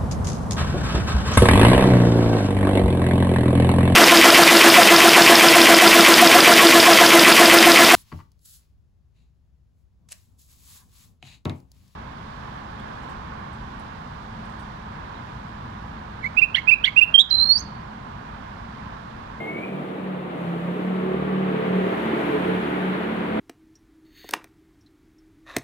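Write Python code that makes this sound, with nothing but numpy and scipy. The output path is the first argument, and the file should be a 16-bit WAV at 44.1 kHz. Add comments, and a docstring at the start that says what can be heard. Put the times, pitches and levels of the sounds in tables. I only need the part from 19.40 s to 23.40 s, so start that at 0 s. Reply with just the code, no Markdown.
"""A thin squeal, perhaps a brake, rises and dies over the throb of a slow diesel, probably a lorry.
It draws near outside an open workshop, and the firings of its engine boom in the room.
Exhaust puffs and road noise swell as it goes by, with dull thumps and a hollow note when it is closest.
A phone with two spaced microphones hears it all over its own faint hiss."""
import sys
import numpy as np
from scipy import signal
from scipy.fft import rfft, irfft
from scipy.io import wavfile

SR = 44100
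rng = np.random.default_rng(int(sys.argv[2]) if len(sys.argv) > 2 else 0)


def bounce(signal):
    """Save signal as a 16-bit WAV file at the path given by the first command-line argument."""
    frames = np.transpose(np.atleast_2d(signal))
    limited = np.clip(frames, -1, 1)
    pcm = np.round(limited * 32767).astype(np.int16)
    wavfile.write(sys.argv[1], SR, pcm)


N = 176400
TIME_S = np.arange(N) / SR
FREQ_HZ = np.fft.rfftfreq(N, 1 / SR)

# Levels are relative: the functions may turn a whole layer up or down. A colour is a bass-treble balance.
# How often the engine fires: time_s, rate_hz
FIRING_RATE = [(0, 37.0), (.45, 38.2), (.72, 37.2), (1.0, 34.8), (1.18, 34.1), (1.42, 36.9), (2.0, 37.9),
               (2.2, 36.5), (2.42, 37.2), (3.0, 36.4), (3.5, 37.3), (4, 35.8)]
# Harmonic 5 (five times the firing rate), which booms in the room: time_s, level_db
BOOM_LEVEL = [(0, -40.5), (.2, -50), (.33, -33.5), (.55, -40.5), (.7, -30.5), (.94, -40), (1.08, -28),
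              (1.18, -32.5), (1.29, -28), (1.38, -32.5), (1.5, -26.5), (1.81, -30.5), (2.0, -24),
              (2.22, -33.5), (2.37, -21.5), (2.55, -35.5), (2.86, -40.5), (2.98, -30.5), (3.16, -27),
              (3.27, -38), (3.48, -26), (3.65, -39), (3.8, -33), (4, -42)]
# The harmonics on either side of the boom: time_s, fourth_db, sixth_db
BESIDE_BOOM = [(0, -35, -63), (.2, -67, -41), (.35, -36, -47), (.5, -45.5, -58), (.68, -42.5, -49),
               (1.25, -46.5, -48), (1.5, -47, -37.5), (1.76, -36.5, -35.5), (1.92, -36.5, -66),
               (2.17, -38, -33), (2.4, -48, -46), (2.7, -41, -29.5), (3.0, -42, -47), (3.2, -45.5, -33.5),
               (3.45, -42, -45), (3.72, -61, -30), (3.84, -53, -36), (3.95, -63, -29)]
# The harmonics that make the exhaust growl: time_s, tenth_db, eleventh_db, twelfth_db
GROWL_LEVELS = [(0, -62, -67, -39.5), (1.2, -45, -66, -57.5), (1.47, -44.5, -49, -38),
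                (1.6, -32.5, -40, -34.5), (1.72, -29, -43, -33.5), (1.9, -47, -33, -38),
                (2.0, -33.5, -43, -36), (2.2, -41, -39, -28), (2.47, -34, -31.5, -43.5),
                (2.7, -39.5, -56, -52), (3.1, -41, -49, -45), (3.35, -37, -46, -37), (4, -43, -39.5, -49)]
# The other exhaust harmonics: multiple, approaching_db, alongside_db
OTHER_HARMONICS = [(2, -54, -52.5), (3, -50, -56), (7, -49, -46.5), (8, -43, -38.5), (9, -53.5, -39.5),
                   (13, -45.5, -53), (14, -40, -41.5), (17, -47, -54), (18, -42, -43)]
# How strongly those others reach the room: time_s, level_db
OTHERS_LEVEL = [(0, -7), (1.1, -10), (1.6, -2), (2.3, 0.5), (3.1, 2.5), (3.6, -4.5), (4, 4.5)]
# Loudness of the exhaust puffs: time_s, level_db
PUFF_LEVEL = [(0, -41), (.6, -38.5), (1.1, -44), (1.35, -33), (1.65, -34), (1.95, -36), (2.3, -30.5),
              (2.6, -29), (2.9, -28), (3.2, -29.5), (3.6, -28.5), (4, -29.5)]
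# Colour of the puffs: frequency_hz, level_db
PUFF_COLOUR = [(30, -51), (90, -45), (140, -5), (200, -1), (260, -5), (330, -1.5), (420, 3.5), (520, -13.5),
               (700, -18), (1200, -32.5), (3000, -56.5)]
# Loudness of the engine's rumble: time_s, level_db
RUMBLE_LEVEL = [(0, -61), (.5, -69), (1.1, -56), (1.6, -52), (2.15, -48), (2.37, -62), (2.55, -52),
                (3.1, -55), (3.6, -59), (4, -35)]
# Colour of the rumble: frequency_hz, level_db
RUMBLE_COLOUR = [(20, -23), (40, -18), (55, -18), (72, 5.5), (90, -19), (120, -2), (200, -12), (600, -59)]
# Loudness of the road noise: time_s, level_db
ROAD_LEVEL = [(0, -41), (.7, -40.5), (1.05, -39), (1.4, -38.5), (1.8, -37.5), (2.2, -35), (2.55, -33.5),
              (2.9, -32), (3.15, -33.5), (3.55, -34), (3.85, -35.5), (4, -35)]
# Its colour from far away: frequency_hz, level_db
ROAD_FAR_COLOUR = [(25, -25), (60, -14), (110, -2.5), (160, 6), (300, 9), (450, 5), (650, 3.5), (850, 1),
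                   (1150, -0.5), (1500, -5.5), (2200, -9.5), (3000, -15), (3800, -21.5), (4500, -31),
                   (5500, -47.5), (15000, -63)]
# Its colour from close by: frequency_hz, level_db
ROAD_NEAR_COLOUR = [(25, -29), (60, -20), (110, -5), (160, -7.5), (300, 5), (450, -1), (700, -0.5),
                    (900, 0), (1200, -1.5), (1500, -3), (2100, -6), (2500, -10), (3100, -13.5),
                    (3800, -20.5), (4500, -30), (5500, -45.5), (15000, -65)]
# Loudness of the tyres' roar: time_s, level_db
TYRE_LEVEL = [(0, -65), (1.3, -52), (1.9, -40.5), (2.5, -47), (4, -62)]
# Colour of that roar: frequency_hz, level_db
TYRE_COLOUR = [(400, -50), (950, -11), (1150, 7), (1350, -8), (3000, -61)]
# The squeal: time_s, pitch_hz, level_db, roughness (0 to 1)
SQUEAL_PATH = [(0, 2120, -33, 0.15), (.028, 2128, -35.5, .15), (.052, 2135, -33, 0.1),
               (.066, 2160, -41, .3), (.08, 2185, -32.5, .2), (.1, 2200, -29.5, 0.15),
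               (.14, 2227, -40.5, 0.67), (.175, 2262, -32.5, 0.35), (.198, 2285, -40, 0.6),
               (.222, 2335, -35.5, 0.57), (.25, 2396, -31.5, 0.7), (.275, 2420, -45, 0.85),
               (.34, 2400, -45.5, .8), (.38, 2380, -51, 0.98), (.46, 2400, -80, 0.96)]
# The hollow, wavering note: time_s, pitch_hz, level_db
DRONE_PATH = [(2.72, 439.4, -52), (2.77, 443.4, -28), (2.86, 444, -38), (2.91, 437, -30),
              (2.95, 432, -22.5), (3.025, 435.8, -37), (3.09, 445, -23), (3.16, 446, -39),
              (3.3, 472.7, -45)]
# The dull thumps: start_s, pitch_hz, level_db
THUMP_HITS = [(2.597, 345.3, -21.5), (2.707, 340, -29), (2.73, 324, -19.5), (2.79, 340, -20.5)]
# Loudness of the hiss: time_s, level_db
HISS_LEVEL = [(0, -67.5), (0.89, -72.5), (1.02, -67.5), (1.95, -69), (2.66, -62), (2.72, -64.5),
              (2.81, -61), (3.83, -67), (4.0, -65.5)]
# Colour of the hiss: frequency_hz, level_db
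HISS_COLOUR = [(1000, -13), (4500, 0), (8000, 2.5), (12500, 0.5), (14500, -3.5), (16000, -12)]
# Two faint, high whistles: pitch_hz, width_hz, approaching_db, alongside_db
WHISTLE_NOTES = [(9840, 130, -80, -64), (12280, 240, -67.5, -68)]
# Loudness of both whistles: time_s, level_db
WHISTLE_LEVEL = [(0, -17), (.9, -14), (1.3, -11), (1.7, -18), (2.08, -8.5), (2.3, -15), (2.7, -7),
                 (2.95, -3), (3.5, -6), (3.7, -16), (4, -11)]
# Their pitch sinks as the lorry goes by: time_s, pitch_ratio
WHISTLE_GLIDE = [(0, 1.003), (2.6, 1.006), (3.1, 1.001), (3.55, .992), (4, .992)]
# How late the right microphone hears a tone: pitch_hz, delay_s
RIGHT_DELAY = [(190, 0.00029), (300, 0.00013), (440, 0.000542)]
# How much louder the left microphone is than the right: frequency_hz, left_minus_right_db
MIC_BALANCE = [(60, 0), (200, -.5), (380, -1.5), (700, -0.5), (1290, 1), (2380, 1), (4400, 6.5),
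               (6000, 2.5), (9000, 2), (15000, 4)]


def exhaust_tones(firing_hz):
    """Multiples of the firing rate: nearly in step at first, which throbs, then scattered by echoes."""
    def harmonic(multiple, level_db):
        drift_rad = alongside(0.5, 1.0) * wander(rate_hz=1.43)
        return gain(level_db) * tone(firing_hz * multiple, drift_rad)

    sound = gain(curve(BOOM_LEVEL) + 0.93) * tone(firing_hz * 5)
    for column, multiple in enumerate((4, 6), 1):
        sound += harmonic(multiple, curve(BESIDE_BOOM, column) + 0.5)
    for column, multiple in enumerate((10, 11, 12), 1):
        sound += harmonic(multiple, curve(GROWL_LEVELS, column))
    for multiple, approaching_db, alongside_db in OTHER_HARMONICS:
        level_db = alongside(approaching_db, alongside_db) + curve(OTHERS_LEVEL)
        sound += harmonic(multiple, level_db + 3.5 * wander(rate_hz=2.86))
    return sound


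def exhaust_puffs(firing_hz, decay_cycles=0.35, scatter_db=0.5):
    """Every firing lets out a puff of gas, each of its own strength."""
    cycles = np.cumsum(firing_hz) / SR + 0.15
    strength = gain(scatter_db * rng.standard_normal(400))[cycles.astype(int)]
    pulses = 0.53 + strength * np.exp(-(cycles % 1) / decay_cycles)  # never silent between puffs
    return room_noise(PUFF_COLOUR, pulses) * gain(curve(PUFF_LEVEL) - 2.5)


def engine_rumble():
    """The deepest part of the engine noise, which comes through the walls."""
    return room_noise(RUMBLE_COLOUR) * gain(curve(RUMBLE_LEVEL) - 7)


def road_noise():
    """Tyre and road noise grows and brightens as the lorry comes into line with the door."""
    nearness = np.interp(TIME_S, (0.86, 2.77), (0, 1))
    far = np.sqrt(1 - nearness) * gain(7.5) * room_noise(ROAD_FAR_COLOUR)
    near = np.sqrt(nearness) * gain(5) * room_noise(ROAD_NEAR_COLOUR)
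    flutter_db = 0.35 * wander(rate_hz=17)
    return (far + near) * gain(curve(ROAD_LEVEL) + flutter_db)


def tyre_roar():
    """A narrower roar from the tread peaks ahead of the broad road noise."""
    return room_noise(TYRE_COLOUR) * gain(curve(TYRE_LEVEL))


def squeal(width_hz=250, split_hz=140):
    """A thin note, perhaps from a brake, climbs, frays into two and fades."""
    pitch_hz, level_db, roughness = (curve(SQUEAL_PATH, column) for column in (1, 2, 3))
    lower = roughness * gain(-3) * rough_tone(pitch_hz - split_hz * roughness, width_hz, roughness)
    upper = rough_tone(pitch_hz, width_hz, roughness)
    return (upper + lower) * gain(level_db - 2.5)


def drone(fade_s=0.03):
    """A hollow note swells out of the rumble when the lorry is closest."""
    start_s, end_s = DRONE_PATH[0][0], DRONE_PATH[-1][0]
    fade = np.clip(np.minimum(TIME_S - start_s, end_s - TIME_S) / fade_s, 0, 1)
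    note = rough_tone(curve(DRONE_PATH), width_hz=40, roughness=0.3)
    return note * gain(curve(DRONE_PATH, column=2)) * fade


def thumps(rise_s=0.006, decay_s=0.048):
    """Soft, hollow thumps: each is a low tone that swells and dies quickly."""
    sound = np.zeros((2, N))
    for start_s, pitch_hz, level_db in THUMP_HITS:
        age_s = np.maximum(TIME_S - start_s, 0)
        rise = np.minimum(age_s / rise_s, 1)
        fall_db = -60 * np.maximum(age_s - rise_s, 0) / decay_s
        sound += rise * gain(level_db + fall_db) * tone(np.full(N, float(pitch_hz)))
    return sound


def hiss_and_whistles():
    """Faint hiss, with two high whistles that flicker and sink in pitch as the lorry passes."""
    whistles = np.zeros((2, N))
    for pitch_hz, width_hz, approaching_db, alongside_db in WHISTLE_NOTES:
        note = rough_tone(pitch_hz * curve(WHISTLE_GLIDE), width_hz, roughness=1)
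        whistles += gain(alongside(approaching_db, alongside_db)) * note
    hiss = room_noise(HISS_COLOUR) * gain(curve(HISS_LEVEL) + 2.5)
    flicker_db = wander(rate_hz=6)
    return hiss + whistles * gain(curve(WHISTLE_LEVEL) + flicker_db)


def room_noise(colour, pulses=1, delay_s=0.00035, mic_gap_s=0.0006):
    """Noise at two microphones: part arrives from the left, the rest from all round the room."""
    left, unrelated = rfft(rng.standard_normal((2, N)) * pulses)
    # Low notes are the most likely to arrive directly.
    direct_share = 0.14 / np.sqrt(1 + (FREQ_HZ / 2000) ** 2) + 0.5 / (1 + (FREQ_HZ / 500) ** 4)
    from_left = direct_share * np.exp(-2j * np.pi * FREQ_HZ * delay_s)
    from_all_round = (1 - direct_share) * np.sinc(2 * FREQ_HZ * mic_gap_s)
    likeness = 0.93 * (from_left + from_all_round)  # how closely the right side follows the left
    right = likeness * left + np.sqrt(1 - abs(likeness) ** 2) * unrelated
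    pair = irfft(np.array([left, right]) * colour_gains(colour), N)
    return pair / pair.std()


def tone(pitch_hz, shift_rad=0):
    """A pure note that follows a pitch curve and reaches the left microphone first."""
    phase = 2 * np.pi * np.cumsum(pitch_hz) / SR + shift_rad
    delay_s = np.interp(pitch_hz, *np.array(RIGHT_DELAY).T)
    return np.sqrt(2) * np.cos([phase, phase - 2 * np.pi * pitch_hz * delay_s])


def rough_tone(pitch_hz, width_hz, roughness):
    """A pure note, part of it smeared by echoes into a narrow band of noise."""
    pure, shifted = tone(pitch_hz), tone(pitch_hz, np.pi / 2)
    smear = (wander(width_hz / 2) * pure + wander(width_hz / 2) * shifted) / np.sqrt(2)
    return np.sqrt(1 - roughness ** 2) * pure + roughness * smear


def alongside(before, after, switch_s=2.58):
    """A value that switches as the lorry draws level with the workshop."""
    return np.where(TIME_S > switch_s, after, before)


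def wander(rate_hz):
    """A smooth random wobble of typical size 1; a higher rate moves faster."""
    smoothing = np.exp(-0.5 * (FREQ_HZ / rate_hz) ** 2)
    wobble = irfft(rfft(rng.standard_normal(N)) * smoothing, N)
    return wobble / wobble.std()


def curve(table, column=1):
    """One column of a table, joined by straight lines in time."""
    rows = np.array(table, float)
    return np.interp(TIME_S, rows[:, 0], rows[:, column])


def colour_gains(colour):
    """Fill in a gain for every frequency between a table's points."""
    frequency_hz, level_db = np.array(colour, float).T
    return gain(np.interp(np.log(FREQ_HZ + 1e-3), np.log(frequency_hz), level_db))


def gain(level_db):
    """Turn decibels into a number to multiply a sound by."""
    return 10 ** (np.asarray(level_db) / 20)


def scene():
    """All the sounds from the street, heard indoors."""
    firing_hz = curve(FIRING_RATE)
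    engine = exhaust_tones(firing_hz) + exhaust_puffs(firing_hz) + engine_rumble()
    return engine + road_noise() + drone() + thumps() + squeal() + hiss_and_whistles() + tyre_roar()


def record(dry, top_hz=15700):
    """The phone's left microphone is the brighter one, and the highest treble is cut steeply."""
    left_gain = np.sqrt(colour_gains(MIC_BALANCE))
    faded = dry * signal.windows.tukey(N, 0.002)  # tiny fades keep the ends from clicking
    coloured = irfft(rfft(faded) * np.array([left_gain, 1 / left_gain]), N)
    treble_cut = signal.ellip(8, 0.2, 70, top_hz, fs=SR, output="sos")
    return signal.sosfilt(treble_cut, coloured)


dry = scene()
out = record(dry)
bounce(out)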